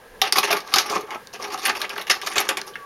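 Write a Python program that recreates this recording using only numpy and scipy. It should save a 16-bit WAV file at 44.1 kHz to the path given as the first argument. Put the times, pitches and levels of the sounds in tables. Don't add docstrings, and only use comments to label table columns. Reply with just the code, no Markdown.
import sys
import numpy as np
from scipy import signal
from scipy.fft import rfft, irfft
from scipy.io import wavfile
from scipy.ndimage import uniform_filter1d

SR = 44100
rng = np.random.default_rng(int(sys.argv[2]) if len(sys.argv) > 2 else 0)


def invert_db(x):
    u = np.asarray(x, float) / 20
    return 10 ** u


def waveform_to_disk(signal):
    frames = np.transpose(np.atleast_2d(signal))
    scaled = np.clip(frames, -1, 1) * 32767
    samples = np.round(scaled).astype(np.int16)
    wavfile.write(sys.argv[1], SR, samples)


N = 125685
T = np.arange(N) / SR

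# (time [s], peak level [dB], box thud re peak [dB], tick pitch [Hz], rattle decay T60 [s])
HAND_KNOCKS = [(.2159, -1, -5, 4560, 0.058), (.3237, 1, -9, 5500, 0.067), (.384, -4.5, -4, 4100, 0.083),
               (.528, -3.5, -1, 2460, 0.041), (.6035, -21, -8, 5230, 0.046),
               (.7387, 1.5, -7.5, 4830, 0.062), (.7587, -2.5, 0.5, 5370, 0.078),
               (.784, 0, -8.5, 4600, 0.086), (.898, -13.5, -15, 5430, 0.11), (.989, -40, -19, 6460, 0.037),
               (1.009, -24.5, -6, 11300, 0.056), (1.1058, -21, -2, 3060, 0.06),
               (1.146, -17.5, -10, 1980, 0.031), (1.271, -21.5, -26, 6600, 0.012),
               (1.576, -18, 4, 4000, 0.026)]
LOADER_KNOCKS = [(1.66, -5, -1.5, 2700, 0.011), (1.816, -11.5, -17, 4000, 0.06),
                 (1.894, -20, 2, 4700, 0.11), (2.098, -7, -6, 4000, 0.12), (2.215, -16, -30, 3170, 0.11),
                 (2.272, -17, -22, 4860, 0.075), (2.3564, -12.5, -6, 2940, 0.07),
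                 (2.3805, 1, -17.5, 3040, 0.045), (2.4884, -4, -5.5, 3440, 0.057),
                 (2.5706, -8.5, -0.5, 2890, 0.086), (2.6148, -12.5, -12, 4100, 0.011),
                 (2.678, -28.5, -20, 9500, 0.13), (2.755, -15.5, -11, 1740, 0.063)]
CRACK_DB, CRACK_T60_S = 2, 0.01
RATTLE_DB, THUD_DB, THUD_T60_S = -13, -13.5, 0.099
TICK_DB, TICK_RELATIVE_WIDTH, TICK_TOP_DB = 6, 0.25, -12
HARDNESS_DB_PER_OCTAVE = 18

# (start [s], length [s], box level [dB], shell level [dB], edge level [dB])
FITTING_SCRAPES = [(0.232, 0.046, -23.5, -25.5, -30), (0.354, 0.019, -18, -20.5, -22.5),
                   (0.378, 0.011, -18, -22.5, -24), (0.428, 0.022, -18, -19.5, -17.5),
                   (0.47, 0.029, -22, -25.5, -33), (0.503, 0.028, -19.5, -17.5, -18),
                   (0.54, 0.023, -25.5, -36, -56), (0.565, 0.0081, -34, -31.5, -26.5),
                   (0.605, 0.045, -39.5, -45, -50), (0.655, 0.071, -35.5, -41, -42),
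                   (0.765, 0.022, -36, -18, -23.5), (0.79, 0.016, -23.5, -29, -21.5),
                   (0.82, 0.072, -31, -42.5, -50), (0.855, 0.038, -40, -39, -39),
                   (0.89, 0.071, -22.5, -32, -30), (0.952, 0.022, -24.5, -30, -34.5),
                   (0.99, 0.053, -38, -43.5, -52), (1.06, 0.066, -41, -50, -53),
                   (1.108, 0.035, -30.5, -38, -51), (1.146, 0.0081, -22.5, -36, -43.5)]
PUSHING_SCRAPES = [(1.33, 0.025, -31.5, -38, -38.5), (1.39, 0.054, -31.5, -44, -43.5),
                   (1.415, 0.07, -33, -41, -38.5), (1.5, 0.022, -33, -33, -42.5),
                   (1.518, 0.037, -31, -40, -36), (1.58, 0.04, -38.5, -38, -35),
                   (1.651, 0.021, -27, -19.5, -22), (1.678, 0.011, -19, -24, -32),
                   (1.692, 0.0068, -24, -21, -27), (1.748, 0.025, -29.5, -30, -32.5),
                   (1.817, 0.035, -26.5, -30, -36.5), (1.893, 0.042, -34, -34.5, -43),
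                   (1.955, 0.025, -30, -41, -37.5), (1.99, 0.031, -33, -33, -39)]
PULLING_SCRAPES = [(2.067, 0.015, -33, -31.5, -33), (2.095, 0.022, -26, -13.5, -20),
                   (2.13, 0.039, -33, -53, -43), (2.215, 0.049, -32.5, -38.5, -41.5),
                   (2.3, 0.065, -33, -32.5, -38.5), (2.357, 0.016, -22, -20.5, -26),
                   (2.386, 0.025, -21, -20, -27.5), (2.42, 0.05, -31, -38, -45),
                   (2.495, 0.025, -23, -24.5, -35), (2.576, 0.027, -34, -32, -53),
                   (2.665, 0.025, -39, -45, -46.5)]
# (start [s], length [s], box level [dB], shell level [dB], edge level [dB])
SWELLS = [
    (0.713, 0.024, -30, -31, -29.5),
    (1.612, 0.043, -29.5, -30, -29),
    (1.792, 0.022, -28.5, -33, -33.5),
    (2.26, 0.014, -21.5, -21.5, -24),
]
SLIPS_PER_S, SLIP_SCATTER_DB, SLIP_WAVER_DB = 5000, 2.5, 2
SHARED_GRIT = 0.62
RISE_SHARE, SWELL_RISE_SHARE = 0.16, 0.78
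SAG_DB, RELEASE_S = -2, 0.083

# (centre [Hz], width [Hz], level [dB])
BOX = [(412, 23.3, 0.5), (706, 78, -3.5), (768, 88, -2.5), (849, 65, 0), (1033, 227, -5.5), (1228, 117, 0),
       (529, 126, -9.5), (312, 195, -13), (197.5, 38, -16.5)]
SHELL = [(1620, 240, 1), (2170, 304, 1), (2486, 192, 1), (2800, 307, -0.5), (3420, 290, -4.5)]
EDGE = [(3650, 360, -4.5), (4360, 240, -1), (4754, 400, -2), (5500, 540, -2), (6436, 770, -6),
        (9320, 1500, -12.5), (11250, 1920, -11.5), (13400, 2900, -20.5)]
PARTS = 3
PATCHY_DB, PATCHY_PER_S = 1.8, 45
SHELL_TOP_HZ, BOX_BOTTOM_HZ = 4500, 85

# (time [s], peak level [dB], pitch [Hz], decay T60 [s])
CLICKS = [(0.2169, -8, 3450, .07), (.272, -17, 2420, 0.053), (0.384, -14.5, 11300, 0.08),
          (.5266, -20, 11400, .06), (.567, -36, 11100, 0.13), (0.862, -29, 10500, 0.044),
          (0.953, -28, 5160, 0.049), (1.3286, -35, 4560, 0.046), (1.337, -30, 5800, .04),
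          (1.3477, -31, 2800, 0.089), (1.5004, -29, 2300, 0.031), (1.5353, -38, 10930, 0.13),
          (1.652, -15.5, 10200, 0.09), (1.667, -20, 13000, 0.066), (1.682, -23, 3380, 0.036),
          (1.6939, -15.5, 4500, 0.048), (1.803, -33, 10800, 0.055), (1.9018, -19.5, 2530, 0.044),
          (1.962, -21.5, 1670, 0.043), (1.98, -15, 1750, 0.042), (1.9792, -15, 2820, .03),
          (1.9788, -29, 11200, .03), (2.0117, -30.5, 11500, 0.083), (2.015, -24.5, 3540, 0.046),
          (2.109, -25, 11200, 0.033), (2.11, -4.5, 4990, 0.043), (2.153, -23, 4000, 0.041),
          (2.227, -26, 3500, 0.036), (1.754, -21, 2600, 0.041), (2.3003, -32, 9700, 0.044),
          (2.315, -30, 9300, .04), (2.326, -26, 6300, .05), (2.334, -29, 9500, 0.044),
          (2.402, -15.5, 11400, 0.056), (2.357, -21, 6900, 0.078), (2.382, -11, 7500, 0.056),
          (2.489, -17, 7160, 0.058), (2.571, -23.5, 7260, 0.062), (2.481, -28, 6000, 0.037),
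          (2.4904, -16.5, 10000, 0.061), (2.572, -26, 9600, .05), (2.6654, -38.5, 10700, 0.23),
          (2.7361, -33, 3250, 0.06)]
CLICK_RELATIVE_WIDTH, CLICK_ATTACK_S = 0.29, 0.0005

# (time [s], pitch [Hz], level [dB])
HOLLOW = [(.218, 779, -15.5), (0.22, 1184, -22.5), (0.358, 1148, -17), (0.386, 1120, -23),
          (.506, 680, -17.5), (.508, 1219, -18), (.52, 412, -36), (.533, 850, -19), (.741, 1247, -15.5),
          (.761, 815, -19), (0.791, 1280, -21), (.905, 411, -25), (.955, 412, -27.5), (.99, 407, -28),
          (1.036, 416, -29.5), (2.098, 1192, -18.5), (2.1, 2170, -14), (2.49, 539, -24), (2.49, 848, -31)]
HOLLOW_T60_S, HOLLOW_REF_HZ = 0.093, 800

# (centre [Hz], width [Hz], level [dB], stop time [s])
MOTOR_WHINE = [
    (390, 18, -49, 2.72),
]
MOTOR_ON_S, MOTOR_SPIN_UP_S = 1.6, 0.11
GEAR_HZ, GEAR_WIDTH_HZ, GEAR_DB = 1400, 1400, -59
DRUM_HZ, DRUM_SAG_HZ_PER_S, DRUM_DB = 1158, 550, -53
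DRUM_ENGAGES_S, DRUM_LOAD_S, DRUM_GAIN_DB = 2.782, 0.0046, 8

ROOM_T60_S, ROOM_DB, ROOM_DAMP_HZ = 0.22, -14.5, 4000
# (frequency [Hz], density [dB per Hz])
ROOM_TONE = [(20, -3), (60, -2.5), (250, 3), (700, -18.5), (2100, -6), (7000, -16), (11000, -14),
             (16000, -21)]
ROOM_TONE_DB = -53
# (centre [Hz], width [Hz], level [dB])
HUM = [(460, 53, 10), (1070, 350, -1.5), (1330, 13, 3), (1637, 96, 5.5)]
HUM_DB = -47.5
# (time [s], length [s], level [dB], pitch [Hz])
BUMPS = [
    (0.068, 0.14, -52.5, 30.6),
    (0.737, 0.009, -41, 116),
    (2.365, 0.033, -48, 79),
]

PORT_NOTCH_HZ, PORT_NOTCH_WIDTH_HZ, PORT_LEAK_DB = 7956, 950, -27
TOP_HZ = 15900


def unit(x):
    return x / np.sqrt(np.mean(x ** 2))


def band(x, hz, width):
    return signal.lfilter(*signal.iirpeak(hz, hz / width, fs=SR), x)


def walk(rate):
    hold = int(SR / rate)
    steps = np.repeat(rng.standard_normal(N // hold + 1), hold)
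    smooth = uniform_filter1d(uniform_filter1d(steps, hold), hold)
    return unit(smooth[:N])


def knocks():
    force, ticks = np.zeros((PARTS, N)), np.zeros(N)
    age = T[:SR // 20]
    for start, db, thud_db, hz, t60 in list(HAND_KNOCKS) + list(LOADER_KNOCKS):
        i = int(start * SR)
        span = slice(i, i + len(age))
        noise = rng.standard_normal(len(age))
        fade = invert_db(-60 * age / max(t60, 0.01)) + invert_db(CRACK_DB - 60 * age / CRACK_T60_S)
        rattle = noise * fade * invert_db(db + RATTLE_DB)
        hard_db = HARDNESS_DB_PER_OCTAVE * np.log2(hz / 3700) / 2
        force[0, span] += noise * invert_db(db + thud_db + THUD_DB - 60 * age / THUD_T60_S)
        force[1, span] += rattle * invert_db(-hard_db - abs(hard_db))
        force[2, span] += rattle * invert_db(hard_db - abs(hard_db))
        tick = band(band(rattle, hz, TICK_RELATIVE_WIDTH * hz), hz, hz)
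        ticks[span] += invert_db(TICK_DB) * tick
    return force, ticks


def slips():
    shape = (PARTS + 1, N)
    size = invert_db(SLIP_SCATTER_DB * rng.exponential(size=shape)) * rng.standard_normal(shape)
    hits = size * np.clip(SLIPS_PER_S / SR - rng.random(shape), 0, 0.02)
    waver = np.array([invert_db(SLIP_WAVER_DB * walk(120)) for _ in range(PARTS)])
    return unit((hits[1:] + SHARED_GRIT * hits[0]) * waver)


def stroke(start, length, rise_share=RISE_SHARE):
    rise = np.clip((T - start) / (rise_share * length), 0, 1)
    sag_db = SAG_DB * np.clip((T - start) / length, 0, 1)
    release_db = -60 * np.clip(T - start - length, 0, None) / RELEASE_S
    return rise * invert_db(sag_db + release_db)


def scrapes():
    force = np.zeros((PARTS, N))
    strokes = list(FITTING_SCRAPES) + list(PUSHING_SCRAPES) + list(PULLING_SCRAPES)
    for start, length, *part_db in strokes:
        force += stroke(start, length) * invert_db(part_db)[:, None]
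    for start, length, *part_db in SWELLS:
        force += stroke(start, length, SWELL_RISE_SHARE) * invert_db(part_db)[:, None]
    return force * slips()


def ring(x, modes):
    norm = np.sqrt(sum(invert_db(db) ** 2 * width for _, width, db in modes) * np.pi / SR)
    out = np.zeros(N)
    for k, (hz, width, db) in enumerate(modes):
        excitation = x * invert_db(db + PATCHY_DB * walk(PATCHY_PER_S))
        out += (-1) ** k * band(excitation, hz, width)
    return out / norm


def hollow():
    out = np.zeros(N)
    for start, hz, db in HOLLOW:
        age = T - start
        t60 = HOLLOW_T60_S * np.sqrt(HOLLOW_REF_HZ / hz)
        out += invert_db(db - 60 * np.abs(age) / t60) * np.sin(2 * np.pi * hz * age) * (age > 0)
    return out


def clicks():
    out, age = np.zeros(N), T[:SR // 20]
    attack = np.clip(age / CLICK_ATTACK_S, 0, 1)
    for start, db, hz, t60 in CLICKS:
        i, width = int(start * SR), CLICK_RELATIVE_WIDTH * hz
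        burst = rng.standard_normal(len(age))
        burst = unit(band(band(burst, hz, width), hz, width))
        fade = invert_db(db - 6 - 60 * age / max(t60, 0.01))
        out[i:i + len(age)] += burst * fade * attack
    return out


def cassette():
    force, ticks = knocks()
    force = force + scrapes()
    out = ring(force[0], BOX) + ring(force[2], EDGE) + hollow() + clicks()
    shell = ring(force[1], SHELL) + ticks
    out += signal.lfilter(*signal.butter(2, SHELL_TOP_HZ, fs=SR), shell)
    out += invert_db(TICK_TOP_DB) * ticks
    return signal.lfilter(*signal.butter(2, BOX_BOTTOM_HZ, "high", fs=SR), out)


def motor():
    on = np.clip((T - MOTOR_ON_S) / MOTOR_SPIN_UP_S, 0, 1)
    whine = np.zeros(N)
    for hz, width, db, stop in MOTOR_WHINE:
        whine += invert_db(db) * unit(band(rng.standard_normal(N) * (T < stop), hz, width))
    grind = unit(band(rng.standard_normal(N), GEAR_HZ, GEAR_WIDTH_HZ))
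    gears = invert_db(GEAR_DB + 2 * walk(29.0)) * grind
    sag_hz = DRUM_SAG_HZ_PER_S * np.clip(T - DRUM_ENGAGES_S, 0, None)
    drum_hz = DRUM_HZ - sag_hz + 6 * walk(44.4)
    load_db = DRUM_GAIN_DB * np.clip((T - DRUM_ENGAGES_S) / DRUM_LOAD_S, 0, 1)
    tone = np.sqrt(2) * np.sin(2 * np.pi * np.cumsum(drum_hz) / SR)
    drum = invert_db(DRUM_DB + load_db + walk(54)) * tone
    return on * (whine + gears + drum)


def room(x):
    age = T[:SR // 2]
    tail = signal.lfilter(*signal.butter(1, ROOM_DAMP_HZ, fs=SR), rng.standard_normal(len(age)))
    tail = tail * invert_db(-60 * age / ROOM_T60_S) * (age > 0.003)
    tail = tail / np.sqrt(np.sum(tail ** 2))
    return x + invert_db(ROOM_DB) * signal.fftconvolve(x, tail)[:N]


def handling_bumps():
    out = np.zeros(N)
    for start, length, db, hz in BUMPS:
        low = unit(band(band(rng.standard_normal(N), hz, hz), hz, hz))
        out += invert_db(db) * stroke(start, length) * low
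    return out


def room_tone():
    hz = np.fft.rfftfreq(N, 1 / SR) + 1
    shape_hz, shape_db = np.array(ROOM_TONE).T
    shape = invert_db(np.interp(np.log(hz), np.log(shape_hz), shape_db))
    hiss = unit(irfft(rfft(rng.standard_normal(N)) * shape, N)) * invert_db(ROOM_TONE_DB + walk(18))
    hum = invert_db(HUM_DB + 0.5 * walk(21)) * ring(rng.standard_normal(N), HUM)
    return hiss + hum + handling_bumps()


def scene():
    return (room(cassette() + motor()) + room_tone())[None]


def low_pass(x):
    return signal.sosfilt(signal.butter(12, 16490, fs=SR, output="sos"), x)


def record(dry):
    notch_depth = 1 - invert_db(PORT_LEAK_DB)
    x = dry - notch_depth * band(dry, PORT_NOTCH_HZ, PORT_NOTCH_WIDTH_HZ)
    x = signal.sosfilt(signal.ellip(8, 0.2, 50, TOP_HZ, fs=SR, output="sos"), x)
    mix = np.clip(x, -1, 1)
    return low_pass(mix)


dry = scene()
out = record(dry)
waveform_to_disk(out)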